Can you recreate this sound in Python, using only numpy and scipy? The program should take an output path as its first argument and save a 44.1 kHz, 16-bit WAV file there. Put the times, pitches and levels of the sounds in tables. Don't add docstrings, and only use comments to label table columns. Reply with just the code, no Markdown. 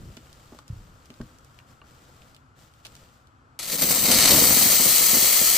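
import sys
import numpy as np
from scipy import signal
from scipy.fft import rfft, irfft
from scipy.io import wavfile
from scipy.ndimage import map_coordinates

SR = 44100
rng = np.random.default_rng(int(sys.argv[2]) if len(sys.argv) > 2 else 0)


def log_audio(samples):
    frames = np.atleast_2d(samples).T
    limited = np.clip(frames, -1, 1)
    pcm = np.round(limited * 32767).astype(np.int16)
    wavfile.write(sys.argv[1], SR, pcm)


N = 245637
TIME = np.arange(N) / SR
FREQ = np.maximum(np.fft.rfftfreq(N, 1 / SR), 1)

OPEN_S, DRIFT_S, DRY_S = 3.59, 4.1, 4.36
SLIDE_ATTACK_S, SLIDE_RELEASE_S = 0.042, 0.062
# (start [s], length [s], level [dB])
ARM_SLIDES = [(-.05, 0.62, -62), (.645, 0.25, -65), (.9, 0.24, -67), (1.11, .24, -64), (1.37, 0.24, -68),
              (1.65, 0.062, -64), (1.83, .47, -64.5), (2.55, 0.096, -61.5), (2.68, 0.13, -69.5),
              (2.815, 0.23, -61.5), (3.04, 0.12, -68)]


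def undb(db):
    return 10 ** (np.asarray(db) / 20)


def curve(table):
    return np.interp(TIME, *np.transpose(table))


def since(s):
    return np.maximum(TIME - s, 0)


def swell(s, half_s):
    return np.exp(-np.minimum(((TIME - s) / half_s) ** 2, 50))


def strokes(table, attack_s, release_s):
    return np.max([undb(db) * np.minimum(since(s) / attack_s, 1) * np.exp(-since(s + length) / release_s)
                   for s, length, db in table], axis=0)


def across(table, column=1):
    points = np.transpose(table)
    return np.interp(np.log(FREQ), np.log(points[0]), points[column])


def shape(x, gain):
    return irfft(rfft(x) * gain, N)


def resonance(hz, width_hz):
    return 1 / (1 + 1j * (FREQ ** 2 - hz ** 2) / (FREQ * width_hz))


def unit(x, lo_hz, hi_hz):
    return x / shape(x.mean(axis=0), (FREQ > lo_hz) & (FREQ < hi_hz)).std()


def wander(rate_hz):
    drift = shape(rng.standard_normal(N), 1 / (1 + (FREQ / rate_hz) ** 2))
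    return drift / drift.std()


def fade(t60):
    return np.exp(-np.log(1000) * TIME[:SR // 3] / max(t60, .001))


def ring(hz, t60):
    return np.sin(2 * np.pi * hz * TIME[:SR // 3]) * fade(t60)


def add(track, s, sound, db):
    start = max(int(s * SR), 0)
    part = track[..., start:start + sound.shape[-1]]
    part += undb(db) * sound[..., :part.shape[-1]] / np.abs(sound).max()


def stereo_noise(colour, spread=1.):
    # (frequency [Hz], left minus right [dB], correlation at spread 1 [-1..1])
    ports = [(246, 0.5, 0.93), (790, 2.5, 0.62), (1360, 7, 0.2), (1860, 1.5, 0.82), (4500, 1, 0.4),
             (5670, 1.5, 0.46), (6600, -2, 0.085), (7670, 3, 0.079), (7700, 8.5, -0.68), (9600, 9.5, -0.31),
             (11100, -6, -0.36), (11350, 5.5, 0.39), (13200, 1, 0.11), (15000, 8, 0.27)]
    likeness = across(ports, column=2)
    lean = undb(across(ports) / 2)
    mid, side = rng.standard_normal((2, N))
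    mid = shape(mid, np.sqrt(1 + likeness))
    side = shape(spread * side, np.sqrt(1 - likeness))
    return shape(np.array([shape(mid + side, lean), shape(mid - side, 1 / lean)]), colour)


def traffic(left_lag_s=0.00032):
    # (frequency [Hz], spectral level [dB])
    bed_spectrum = [(15, -45), (25, -32), (62, -6), (129, -10.5), (183, -22), (246, -14), (389, -24),
                    (684, -24), (741, -22), (804, -23), (1080, -23), (1340, -20.5), (1750, -28),
                    (4500, -50), (15500, -66)]
    # (time [s], level [dB])
    swells = [(0, -64), (1.3, -62.5), (2.2, -62.5), (2.6, -65), (3.5, -63.8)]
    mid_bump_db = 2.6 * np.abs(resonance(1220, 500)) ** 2
    engines_db = 4.9 * np.abs(resonance(133, 22)) ** 2
    left, right = stereo_noise(undb(across(bed_spectrum) + mid_bump_db + engines_db))
    left = shape(left, np.exp(-2j * np.pi * FREQ * left_lag_s))
    return unit(np.array([left, right]), 300, 2000) * undb(curve(swells) + .5 * wander(11))


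def reflections(x, nearing_per_s=0.013):
    # (delay [s], level [dB])
    echoes = [(.0016, -21.5), (.004, -21), (.0057, -15.5), (.0061, -14.5), (.0093, -19), (0.0153, -19),
              (.022, -27.5)]
    out = x.copy()
    path_scale = 1 - nearing_per_s * since(DRIFT_S)
    for delay_s, db in echoes:
        for channel in range(2):
            lag_s = abs(delay_s + .0002 * rng.standard_normal()) * path_scale
            out[channel] += undb(db) * map_coordinates(x[channel], [(TIME - lag_s) * SR], order=2)
    return out


def hose_rustle(catches_per_s=14, catch_db=3, catch_t60=0.017, rest_db=-76, rest_top_hz=7050):
    # (frequency [Hz], spectral level [dB])
    rustle_spectrum = [(250, -1.5), (500, 4), (1100, -2.5), (1800, -3), (2200, -5.5), (3100, -2.5),
                       (3900, -4.5), (4700, -4), (6300, -6), (7600, -2.5), (9000, -12), (10400, -12),
                       (11700, -11), (15500, -13)]
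    sliding = strokes(ARM_SLIDES, SLIDE_ATTACK_S, SLIDE_RELEASE_S)
    rustle = unit(stereo_noise(undb(across(rustle_spectrum))), 2500, 12000)
    snags = (rng.random(N) < catches_per_s / SR) * rng.random(N)
    catches = signal.fftconvolve(snags, fade(catch_t60))[:N]
    grain = undb(-3.1 + 2.2 * wander(400) + 0.44 * wander(12)) * (1 + undb(catch_db) * catches)
    resting = undb(rest_db) * shape(rustle, 1 / np.sqrt(1 + (FREQ / rest_top_hz) ** 4))
    return reflections(rustle * sliding * grain + resting)


def grip_rumble(drag_db=3.5):
    # (start [s], length [s], level [dB])
    regrips = [(-.02, 0.13, -44), (.69, 0.28, -54), (1.19, 0.036, -42)]
    # (frequency [Hz], spectral level [dB])
    grip_spectrum = [(22, -8), (40, -0.5), (70, -0.5), (120, -2.5), (170, -4.5), (280, -14), (500, -21),
                     (1500, -49.5)]
    rumble = unit(stereo_noise(undb(across(grip_spectrum))), 25, 300)
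    dragging = undb(drag_db) * strokes(ARM_SLIDES, SLIDE_ATTACK_S, SLIDE_RELEASE_S)
    shifting = strokes(regrips, attack_s=.02, release_s=0.023)
    return rumble * np.hypot(dragging, shifting)


def plastic_knocks(falloff_db_per_octave=9.5, detune_spread=0.028):
    # (time [s], peak [dB], favoured pitch [Hz])
    blows = [(0.169, -37, 280), (0.172, -42, 4400), (0.268, -48, 2400), (0.521, -37, 315),
             (0.532, -42, 700), (0.547, -42, 550), (0.589, -36, 1130), (1.102, -38.5, 237),
             (1.202, -26.5, 243), (1.212, -36.5, 1660), (1.600, -43, 2530), (1.816, -40.5, 2900),
             (1.818, -42.5, 970), (2.856, -42.5, 705)]
    # (frequency [Hz], level [dB], t60 [s])
    modes = [(131, 0, 0.18), (243, 0.5, 0.11), (301.5, -8, 0.15), (391, 0, 0.052), (634, 0.5, 0.054),
             (850, -3, 0.06), (1124, 5.5, 0.021), (1530, 1.5, 0.031), (1790, -7.5, 0.049),
             (2300, -8, 0.025), (2890, -2, 0.029), (4420, -9.5, .025)]
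    out = np.zeros(N)
    for s, db, blow_hz in blows:
        detune = 1 + detune_spread * rng.standard_normal(len(modes))
        knock = 0
        for k, (hz, mode_db, t60) in enumerate(modes):
            gain = undb(mode_db - falloff_db_per_octave * abs(np.log2(hz / blow_hz)))
            knock += (-1) ** k * gain * ring(hz * detune[k], t60)
        add(out, s, knock, db)
    return out


def hose_ticks(snap_t60=0.0048, scatter_t60=0.074, scatter=0.18, spread=1.23):
    # (time [s], peak [dB], brightness [Hz])
    contacts = [(0.1692, -31, 4330), (0.1733, -35.5, 3020), (0.329, -35, 5470), (0.5884, -33.5, 4850),
                (0.68, -38, 6500), (1.0572, -40, 5630), (1.1033, -31, 3400), (1.1403, -40, 5030),
                (1.2144, -35.5, 5200), (1.386, -40, 7380), (1.447, -40, 7200), (1.5893, -32.5, 2900),
                (2.2199, -38, 2920), (2.347, -37.5, 4450), (2.365, -38.5, 3420), (2.738, -43.5, 4450),
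                (2.8505, -41, 4700), (2.8507, -28, 4100), (2.854, -29, 4200), (2.8594, -31.5, 3700),
                (2.867, -27, 4500), (2.953, -33.5, 5480), (2.965, -38, 5140), (3.089, -46, 3800),
                (3.2715, -45.5, 4740)]
    out = np.zeros((2, N))
    for s, db, hz in contacts:
        snap = rng.standard_normal((2, SR // 3)) * (fade(snap_t60) + scatter * fade(scatter_t60))
        band = signal.butter(1, [0.59 * hz, 1.12 * hz], "band", fs=SR)
        mid, side = signal.lfilter(*band, snap)
        add(out, s, mid + spread * np.outer([1, -1], side), db)
    return out


def hand_bumps():
    # (time [s], peak [dB], pitch [Hz], t60 [s])
    thuds = [(0.7, -25, 106, 0.031), (0.726, -29, 84, 0.035), (0.755, -37.5, 101, 0.16),
             (0.77, -42, 36, .35)]
    out = np.zeros(N)
    cushion = (1 - fade(0.038)) ** 2
    for s, db, hz, t60 in thuds:
        add(out, s, ring(hz, t60) * cushion, db)
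    return out


def nozzle_hiss(flow_db, spray_db=-5.0, jet_db=-.5, thinning=0.27, drying_s=0.23):
    # (frequency [Hz], width [Hz], boost [dB])
    formants = [(1320, 245, 6.5), (1550, 160, -6.5), (1930, 660, 0.5), (2720, 67, -5), (3420, 180, 3),
                (4460, 400, 5), (5880, 180, -4.5), (6160, 430, 5), (8070, 530, 4), (10900, 450, 3),
                (14200, 250, -1)]
    # (frequency [Hz], spectral level [dB])
    jet_spectrum = [(600, -19.5), (1500, -26), (3000, -10.5), (5000, -8.5), (7300, 0), (9000, -2),
                    (10600, -6.5), (12400, -1), (13600, 2.5), (15500, 1.5)]
    # (frequency [Hz], spectral level [dB])
    spray_spectrum = [(250, -8), (600, -3), (1000, -5.5), (1600, -6), (2100, 1.5), (2600, -2), (4000, 3.5),
                      (5200, 1), (6200, 1), (7800, 2), (10500, -1.5), (11700, 1), (15500, -36)]
    # (time [s], half length [s], extra spray [dB])
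    plugs = [(3.616, 0.064, 10), (4.085, 0.023, 3), (4.14, .04, 3.5), (4.24, 0.079, 7.5)]
    # (time [s], spray level [dB], length [s])
    spits = [(3.589, -32.5, 0.021), (3.699, -30, 0.007), (3.726, -32, 0.012), (3.784, -35, 0.016),
             (3.82, -39, 0.014), (4.054, -28, 0.0095), (4.115, -22, 0.023)]
    colour = undb(sum(db * np.abs(resonance(hz, width)) ** 2 for hz, width, db in formants))
    water_db = sum(db * swell(s, half_s) for s, half_s, db in plugs)
    wetness = np.interp(since(DRY_S), [0, drying_s], [1, 0.61])
    sputter_db = wetness * (0.62 * wander(88) + 1.93 * wander(350))
    jet = unit(stereo_noise(colour * undb(across(jet_spectrum)), spread=1.05), 8000, 15500)
    spray = unit(stereo_noise(colour * undb(across(spray_spectrum)), spread=0.61), 2000, 6000)
    bursts = np.zeros(N)
    for s, db, length in spits:
        add(bursts, s, fade(3 * length), db)
    jet_gain = undb(flow_db + jet_db - thinning * water_db + sputter_db)
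    spray_gain = undb(flow_db + spray_db + water_db + 1.34 * sputter_db) + bursts
    return jet * jet_gain + spray * spray_gain


def plume_notches(x, start_hz=3390, rise_hz_per_s=195, wobble=0.0079, form_s=0.27, upper_fade_s=0.72):
    hz, s, bins = signal.stft(x, SR, nperseg=1024)
    drifted_s = np.maximum(s - DRIFT_S, 0)
    unsteady_hand = 1 + wobble * np.interp(s, TIME, wander(3.9))
    first_hz = (start_hz + rise_hz_per_s * drifted_s) * unsteady_hand
    formed = np.clip((s - OPEN_S) / form_s, 0, 1)
    upper_depth = 0.87 * np.exp(-drifted_s / upper_fade_s)
    for ratio, depth, width_hz in [(1, 0.77, 120), (2.02, upper_depth, 130), (3.1, upper_depth, 340)]:
        notch = np.exp(-.5 * ((hz[:, None] - ratio * first_hz) / width_hz) ** 2)
        bins = bins * (1 - formed * depth * notch)
    return signal.istft(bins, SR)[1][:, :N]


def lance_gurgle(flow_db, trickle_db=-28, db_per_flow_db=1.28, drying_db_per_s=22.5, pops_per_s=1200,
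                 churn_db=-13, churn_half_s=0.019, buffet_db=-13.0, low_cut_hz=45):
    # (frequency [Hz], width [Hz], level [dB])
    air_modes = [(182, 114, 2.5), (233.8, 51, 1), (270.7, 13, -5), (340, 71, -12), (483, 55, 0.5),
                 (594, 35, -45)]
    # (time [s], peak [dB])
    slugs = [(3.738, -24.5), (3.828, -20), (4.092, -16.5), (4.133, -24), (4.217, -31), (4.304, -15.5),
             (4.33, -16.5), (4.354, -16.5), (4.384, -17), (4.423, -14), (4.443, -26), (4.508, -13.5),
             (4.571, -20.5), (4.66, -20), (4.8, -18.5), (4.859, -20), (5.01, -23.5), (5.133, -19),
             (5.17, -18), (5.227, -24), (5.414, -22.5)]
    column = sum(undb(db) * resonance(hz, width) for hz, width, db in air_modes)
    column /= 1 + (low_cut_hz / FREQ) ** 2
    surge_db = db_per_flow_db * (flow_db - flow_db.max())
    trickle = undb(trickle_db + surge_db - drying_db_per_s * since(DRY_S))
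    churn = sum(undb(db + churn_db) * swell(s + churn_half_s / 2, churn_half_s) for s, db in slugs)
    water = np.hypot(trickle, churn)
    pops = (rng.random(N) < pops_per_s / SR) * rng.standard_normal(N)
    bubbling = shape(pops, column)
    out = bubbling / bubbling.std() * water
    gulp = np.convolve(irfft(column, N)[:SR // 5], np.hanning(30))
    for s, db in slugs:
        add(out, s, gulp, db)
    buffet = shape(rng.standard_normal(N), resonance(hz=88, width_hz=100) ** 2)
    heaviness = (water / water.max()) ** 0.24
    return out + buffet / buffet.std() * undb(buffet_db) * water * heaviness


def steam(opening_s=0.00052):
    # (time [s], level [dB])
    flow = [(3.6, -45.5), (3.616, -45.5), (3.74, -29), (3.768, -36.5), (3.828, -22.5), (3.866, -27),
            (3.922, -24.5), (4.02, -27), (4.102, -22.5), (4.282, -23.5), (4.292, -20.5), (5.56, -22.5)]
    flow_db = curve(flow)
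    valve = np.minimum(since(OPEN_S) / opening_s, 1)
    hiss = plume_notches(nozzle_hiss(flow_db))
    return reflections(valve * hiss) + valve * lance_gurgle(flow_db)


def scene():
    return steam() + hose_ticks() + plastic_knocks() + hand_bumps() + hose_rustle() + grip_rumble() + traffic()


def record(dry, ceiling=.78, top_hz=15480):
    rounded = dry / (1 + (dry / ceiling) ** 8) ** (1 / 8)
    return signal.sosfilt(signal.ellip(12, .1, 80, top_hz, fs=SR, output="sos"), rounded)


dry = scene()
out = record(dry)
log_audio(out)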